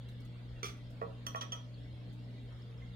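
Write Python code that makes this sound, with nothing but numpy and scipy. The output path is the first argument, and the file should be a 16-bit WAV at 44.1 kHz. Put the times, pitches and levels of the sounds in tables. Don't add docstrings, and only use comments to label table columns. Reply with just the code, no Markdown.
import sys
import numpy as np
from scipy import signal
from scipy.fft import rfft, irfft
from scipy.io import wavfile
from scipy.ndimage import uniform_filter1d

SR = 44100
rng = np.random.default_rng(int(sys.argv[2]) if len(sys.argv) > 2 else 0)


def nominal_scale(level):
    x = np.asarray(level, float) / 20
    return 10 ** x


def dump(signal):
    limited = np.clip(np.atleast_2d(signal).T, -1, 1)
    pcm = np.round(limited * 32767).astype(np.int16)
    wavfile.write(sys.argv[1], SR, pcm)


N = 130095


def evened(x):
    return x / np.sqrt(np.mean(x ** 2) + 1e-20)


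def read(points, hz):
    f, value = np.transpose(points)
    return np.interp(np.log(hz + 1), np.log(f + 1), value, left=value[0], right=value[-1])


def add(mix, s, sound):
    part = mix[..., round(s * SR):][..., :sound.shape[-1]]
    part += sound[..., :part.shape[-1]]


def slow(top_hz, t):
    rates = np.geomspace(.3, top_hz, num=20)
    return evened(sum(np.sin(2 * np.pi * (f * t + rng.random())) / np.sqrt(f) for f in rates))


def coloured(points, length):
    spectrum = rfft(rng.standard_normal(length))
    return evened(irfft(spectrum * nominal_scale(read(points, np.fft.rfftfreq(length, 1 / SR))), length))


# (frequency [Hz], 60 dB decay time [s])
ROOM_DECAY = [(250, .45), (600, .42), (1200, .3), (4000, .3), (9000, .24), (16000, .18)]


def room(x):
    taps = np.zeros((2, SR // 2))
    slots = np.arange(160, SR // 2 - 20, 20)
    at = slots + rng.integers(0, 20, (2, len(slots)))
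    np.put_along_axis(taps, at, rng.choice([-1., 1.], at.shape), 1)
    hz, t, z = signal.stft(taps, SR, nperseg=256)
    decay = nominal_scale(-60 * t / read(ROOM_DECAY, hz)[:, None])
    tail = signal.istft(z * decay, SR, nperseg=256)[1]
    return signal.fftconvolve(x[None], tail / np.linalg.norm(tail[0]), axes=1)[:, :N]


def placed(x):
    left_lag_samples, left_db = 19, -4.5
    echo_db = -7 + np.array([[-3], [0]])
    direct = np.array([nominal_scale(left_db) * np.roll(x, left_lag_samples), x])
    return direct + nominal_scale(echo_db) * room(x)


# (frequency [Hz], relative level [dB per Hz])
CRACK_SPECTRUM = [(300, -14), (1500, -5), (3000, 0), (4800, -2), (7500, -11), (11000, -16), (16000, -17),
                  (16700, -60)]


def struck(modes, blows, knee_hz):
    contact_s = .001
    rattle_db, rattles_per_s = -8, 700
    chatter, chatter_hz = .35, 90
    t, out = np.arange(SR // 3) / SR, np.zeros(N)
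    hz, mode_db, t60 = np.transpose(modes)[..., None]
    octaves = np.log2(hz / knee_hz)
    knots = np.arange(0, t[-1], 1 / chatter_hz)
    signs = (-1) ** np.arange(len(modes))[:, None]
    for s, ring_db, hard_db, crack_db, rattle_s in blows:
        wobble = rng.standard_normal((len(modes), len(knots), 2)) @ [1, 1j]
        wobble = wobble * np.minimum(knots * chatter_hz, 1)
        flutter = 1 + chatter * np.array([np.interp(t, knots, w) for w in wobble])
        tilt_db = np.where(octaves > 0, hard_db, max(hard_db, 0)) * octaves
        tones = (flutter * np.exp(2j * np.pi * hz * t)).imag * signs
        ring = (nominal_scale(mode_db + tilt_db - 60 * t / t60) * tones).sum(0)
        ring = np.minimum(t / contact_s, 1) * ring

        fade = np.exp(-t / rattle_s)
        hits = rng.random(len(t)) < rattles_per_s / SR
        contacts = nominal_scale(rattle_db) * fade * rng.standard_normal(len(t)) * hits
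        contacts[0] = 1
        contacts /= np.linalg.norm(contacts)

        grit = .5 + uniform_filter1d(abs(contacts), size=40) * 40
        spectrum = [(f, c + hard_db * max(np.log2(f / knee_hz), 0)) for f, c in CRACK_SPECTRUM]
        envelope = fade * grit * np.minimum(t / contact_s / 2, 1)
        crack = nominal_scale(crack_db) * envelope * coloured(spectrum, len(t))
        add(out, s, nominal_scale(ring_db) * signal.fftconvolve(contacts, ring)[:len(t)] + crack)
    return out


# (frequency [Hz], relative level [dB], 60 dB decay time [s])
DISH_MODES = [(422, 4, 0.051), (1150, -1.5, 0.055), (1340, 7, 0.028), (2084, -7.5, 0.067), (2333, 0, .09),
              (2400, -8.5, 0.069), (3190, -5, .04), (3428, 0.5, 0.045), (4480, -8.5, 0.053),
              (5410, -8, 0.078), (5750, -7, 0.038), (6005, 1.5, 0.035), (6180, -12, .04),
              (9100, -14, 0.052)]
# (time [s], ring level [dB], hardness [dB per octave from the knee], crack level [dB],
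# rattle fade [s])
DISH_BLOWS = [(0.63, -37.5, 0.5, -35.5, 0.0074), (.643, -37.5, 1.5, -63, 0.0072),
              (.653, -40.5, 1.5, -40, 0.028), (.682, -52.5, -3, -54, 0.016)]


def dish():
    return placed(struck(DISH_MODES, DISH_BLOWS, knee_hz=5000))


# (frequency [Hz], relative level [dB], 60 dB decay time [s])
WOOD_MODES = [(452, 3, 0.056), (550.4, -2.5, 0.12), (653, 0, 0.087), (787, -6, 0.044), (967, -5, 0.11),
              (1120.7, -2, .11), (1216, -2, 0.029), (1373, -7.5, .05), (1780, -9, .03), (1940, -14, 0.056),
              (2517, -14, 0.021)]
# (time [s], ring level [dB], hardness [dB per octave from the knee], crack level [dB],
# rattle fade [s])
WOOD_BLOWS = [(1.0143, -35.5, 1.5, -55, 0.0033), (1.023, -39.5, 1.5, -62, 0.012),
              (1.073, -55, -16, -73, .005), (1.265, -46, 10.5, -86, .012), (1.346, -37.5, 7.5, -59, 0.0023),
              (1.356, -38.5, 5.5, -54, 0.0086), (1.419, -45.5, 11.5, -53.5, 0.012),
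              (1.521, -47, 8.5, -63, 0.041)]


def wood():
    return placed(struck(WOOD_MODES, WOOD_BLOWS, knee_hz=800))


# (frequency [Hz], relative level [dB], 60 dB decay time [s])
GLASS_MODES = [(1298, -8.5, 0.1), (1890, -24, 0.094), (2484, -22, 0.088), (2800, -28, 0.059),
               (3040, -3, 0.03), (3224, -8, 0.18), (3284, 1.5, 0.052), (5800, -8, 0.045),
               (5740, -26.5, 0.32), (5880, -2, 0.068), (6040, -10, 0.057), (6950, -17, 0.077),
               (8940, -10, 0.052), (12770, -14.5, 0.036), (13580, -20, 0.11), (15120, -17, .04),
               (15400, -15, 0.035)]
# (time [s], ring level [dB], hardness [dB per octave from the knee], crack level [dB],
# rattle fade [s])
GLASS_BLOWS = [(1.2658, -34, 1.5, -26, 0.002), (1.358, -42.5, -4.5, -58, 0.015),
               (1.41, -36.5, -13, -34.5, 0.0092), (1.52, -34, -11, -42, 0.0067),
               (1.528, -37.5, -10, -54, 0.015)]


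def glass():
    return placed(struck(GLASS_MODES, GLASS_BLOWS, knee_hz=6000))


def blip(hz, cycles):
    u = np.arange(0, 4 * cycles / hz, 1 / SR) * hz / cycles
    envelope = (1 - np.exp(-3 * u)) * np.exp(-2 * u)
    return envelope * np.sin(2 * np.pi * cycles * (u + .004 * u ** 2))


# (time [s], level before the envelope [dB], starting pitch [Hz])
DRIPS = [(.088, -46.5, 3950), (1.743, -47.5, 4380), (2.38, -56, 2320), (2.621, -51, 5220),
         (2.777, -56, 5240), (2.82, -45.5, 2068)]


def drips():
    out = np.zeros((2, N))
    for s, db, hz in DRIPS:
        add(out, s, nominal_scale(db) * blip(hz, cycles=28) * np.ones((2, 1)))
    return out


# (time [s], level before the fade [dB], fade time constant [s], lowest [Hz])
SPRAYS = [(0.085, -67, 0.024, 3500), (0.203, -68.5, 0.013, 5500), (0.249, -65.5, 0.011, 5950),
          (0.769, -76, .015, 8900), (0.903, -71, 0.026, 4930), (2.126, -73.5, 0.028, 5960)]


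def sprays():
    out = np.zeros((2, N))
    t = np.arange(4000) / SR
    for s, db, length, low_hz in SPRAYS:
        spectrum = [(low_hz * .6, -25), (low_hz, 0), (16000, -9)]
        puff = np.array([coloured(spectrum, len(t)) for _ in out])
        add(out, s, nominal_scale(db) * np.minimum(t / 0.0018, 1) * np.exp(-t / length) * puff)
    return out


def surface():
    out = drips() + sprays()
    return out + nominal_scale(-9) * room(out.mean(0))


def bubbles():
    per_s, level_db, sizes = 700, -68.5, 110
    lowest_hz, middle_hz, highest_hz = 900, 3400, 6300
    out = np.zeros((2, N))
    for v in rng.random((sizes, 4)):
        hz = np.interp((v[0] + v[1] + v[3]) / 3, [0, .5, 1], [lowest_hz, middle_hz, highest_hz])
        strength_db = 3.5 * np.minimum(rng.exponential(1, N), 3)
        train = (rng.random(N) < per_s / sizes / SR) * nominal_scale(strength_db)
        ringing = signal.oaconvolve(train, blip(hz, cycles=35))[:N]
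        out += ringing * np.sqrt([[v[2]], [1 - v[2]]])
    return nominal_scale(level_db) * evened(out + room(out[0]) - room(out[1]))


# (frequency [Hz], coherence [0 to 1])
PORT_LIKENESS = [(60, 1), (130, 0.89), (290, 1), (640, 0.45), (1410, 0.028), (3100, 0.073), (6820, 0.032),
                 (15000, 0.16)]
# (frequency [Hz], lead of the left [radians])
PORT_LEAD = [(40, 0.62), (300, 0.39), (1000, 0.037)]
# (frequency [Hz], left over right [dB])
PORT_TILT = [(30, -2), (180, 1.5), (550, -1), (1650, 0), (15000, 1.5)]


def wash(points, db, patchy_db, swell_db, size):
    hop = size // 4
    frames, hz = N // hop + 5, np.fft.rfftfreq(size, 1 / SR)[:, None]
    a, b, c, d, patches = rng.standard_normal((frames, len(hz), 5)).T
    patches = uniform_filter1d(patches, size=3, axis=0)
    patches = evened(uniform_filter1d(patches, size=3500 // hop, axis=1))
    same = np.clip(read(PORT_LIKENESS, hz), 0, 1)
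    left = a + 1j * b
    right = same * left + np.sqrt(1 - same ** 2) * (c + 1j * d)
    right = right * np.exp(-1j * read(PORT_LEAD, hz))
    tilt_db = read(PORT_TILT, hz)
    z = np.array([left * nominal_scale(tilt_db / 2), right * nominal_scale(-tilt_db / 2)])
    below = (points[0][0] / 2, points[0][1] - 40)
    above = (points[-1][0] * 1.3, points[-1][1] - 30)
    closed = [below] + list(points) + [above]
    swell = slow(3.5, np.arange(frames) * hop / SR)
    z *= nominal_scale(read(closed, hz) + patchy_db * patches + swell_db * swell)
    return nominal_scale(db) * evened(signal.istft(z, nperseg=size, noverlap=size - hop)[1][:, :N])


# (frequency [Hz], relative level [dB per Hz])
WATER_SPECTRUM = [(290, -26), (500, -18), (545, -1), (773, -12), (1420, -7.5), (1670, -11), (2100, -10),
                  (2730, -22), (3490, -9), (5310, -32.5), (6330, -25), (12900, -39), (16000, -49.5)]


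def water():
    return wash(WATER_SPECTRUM, db=-66.5, patchy_db=3.5, swell_db=.5, size=512)


# (multiple of mains, level [dB], lead of the left [radians], left over right [dB])
HUM_LINES = [(1, -65.5, 0.45, 5), (2, -47.5, 0.3, 0.6), (3, -61.5, 0.067, -1), (4, -64, -0.23, -1.7),
             (5, -76.5, -1.22, 12), (8, -79.5, 0.5, 4), (10, -77.5, 0.87, 1.5)]


def hum():
    mains_hz, waver_db = 59.977, 0.9
    t, out = np.arange(N) / SR, np.zeros((2, N))
    side = np.array([[.5], [-.5]])
    strongest_db = HUM_LINES[1][1]
    for multiple, db, lead, pan_db in HUM_LINES:
        drift = np.interp(t, t[::200], slow(5.77, t[::200]))
        waver = waver_db * (0.5 + 0.17 * (strongest_db - db)) * drift
        tone = np.cos(2 * np.pi * multiple * mains_hz * t + side * lead)
        out += np.sqrt(2) * nominal_scale(db + waver + side * pan_db) * tone
    return out


# (frequency [Hz], relative level [dB per Hz])
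RUMBLE_SPECTRUM = [(20, -14.5), (35, -11), (55, 2.5), (80, -2), (100, -22), (140, -9), (200, -8.5),
                   (280, -8.5), (350, -18), (450, -14), (650, -23), (900, -26.5)]


def rumble():
    return wash(RUMBLE_SPECTRUM, db=-55.5, patchy_db=3.0, swell_db=.5, size=2048)


def scene():
    blows = dish() + wood() + glass()
    tank = surface() + bubbles() + water() + hum() + rumble()
    return blows + tank


def low_pass(x):
    return signal.sosfilt(signal.butter(12, 16150, fs=SR, output="sos"), x)


def record(dry):
    return low_pass(dry)


dry = scene()
out = record(dry)
dump(out)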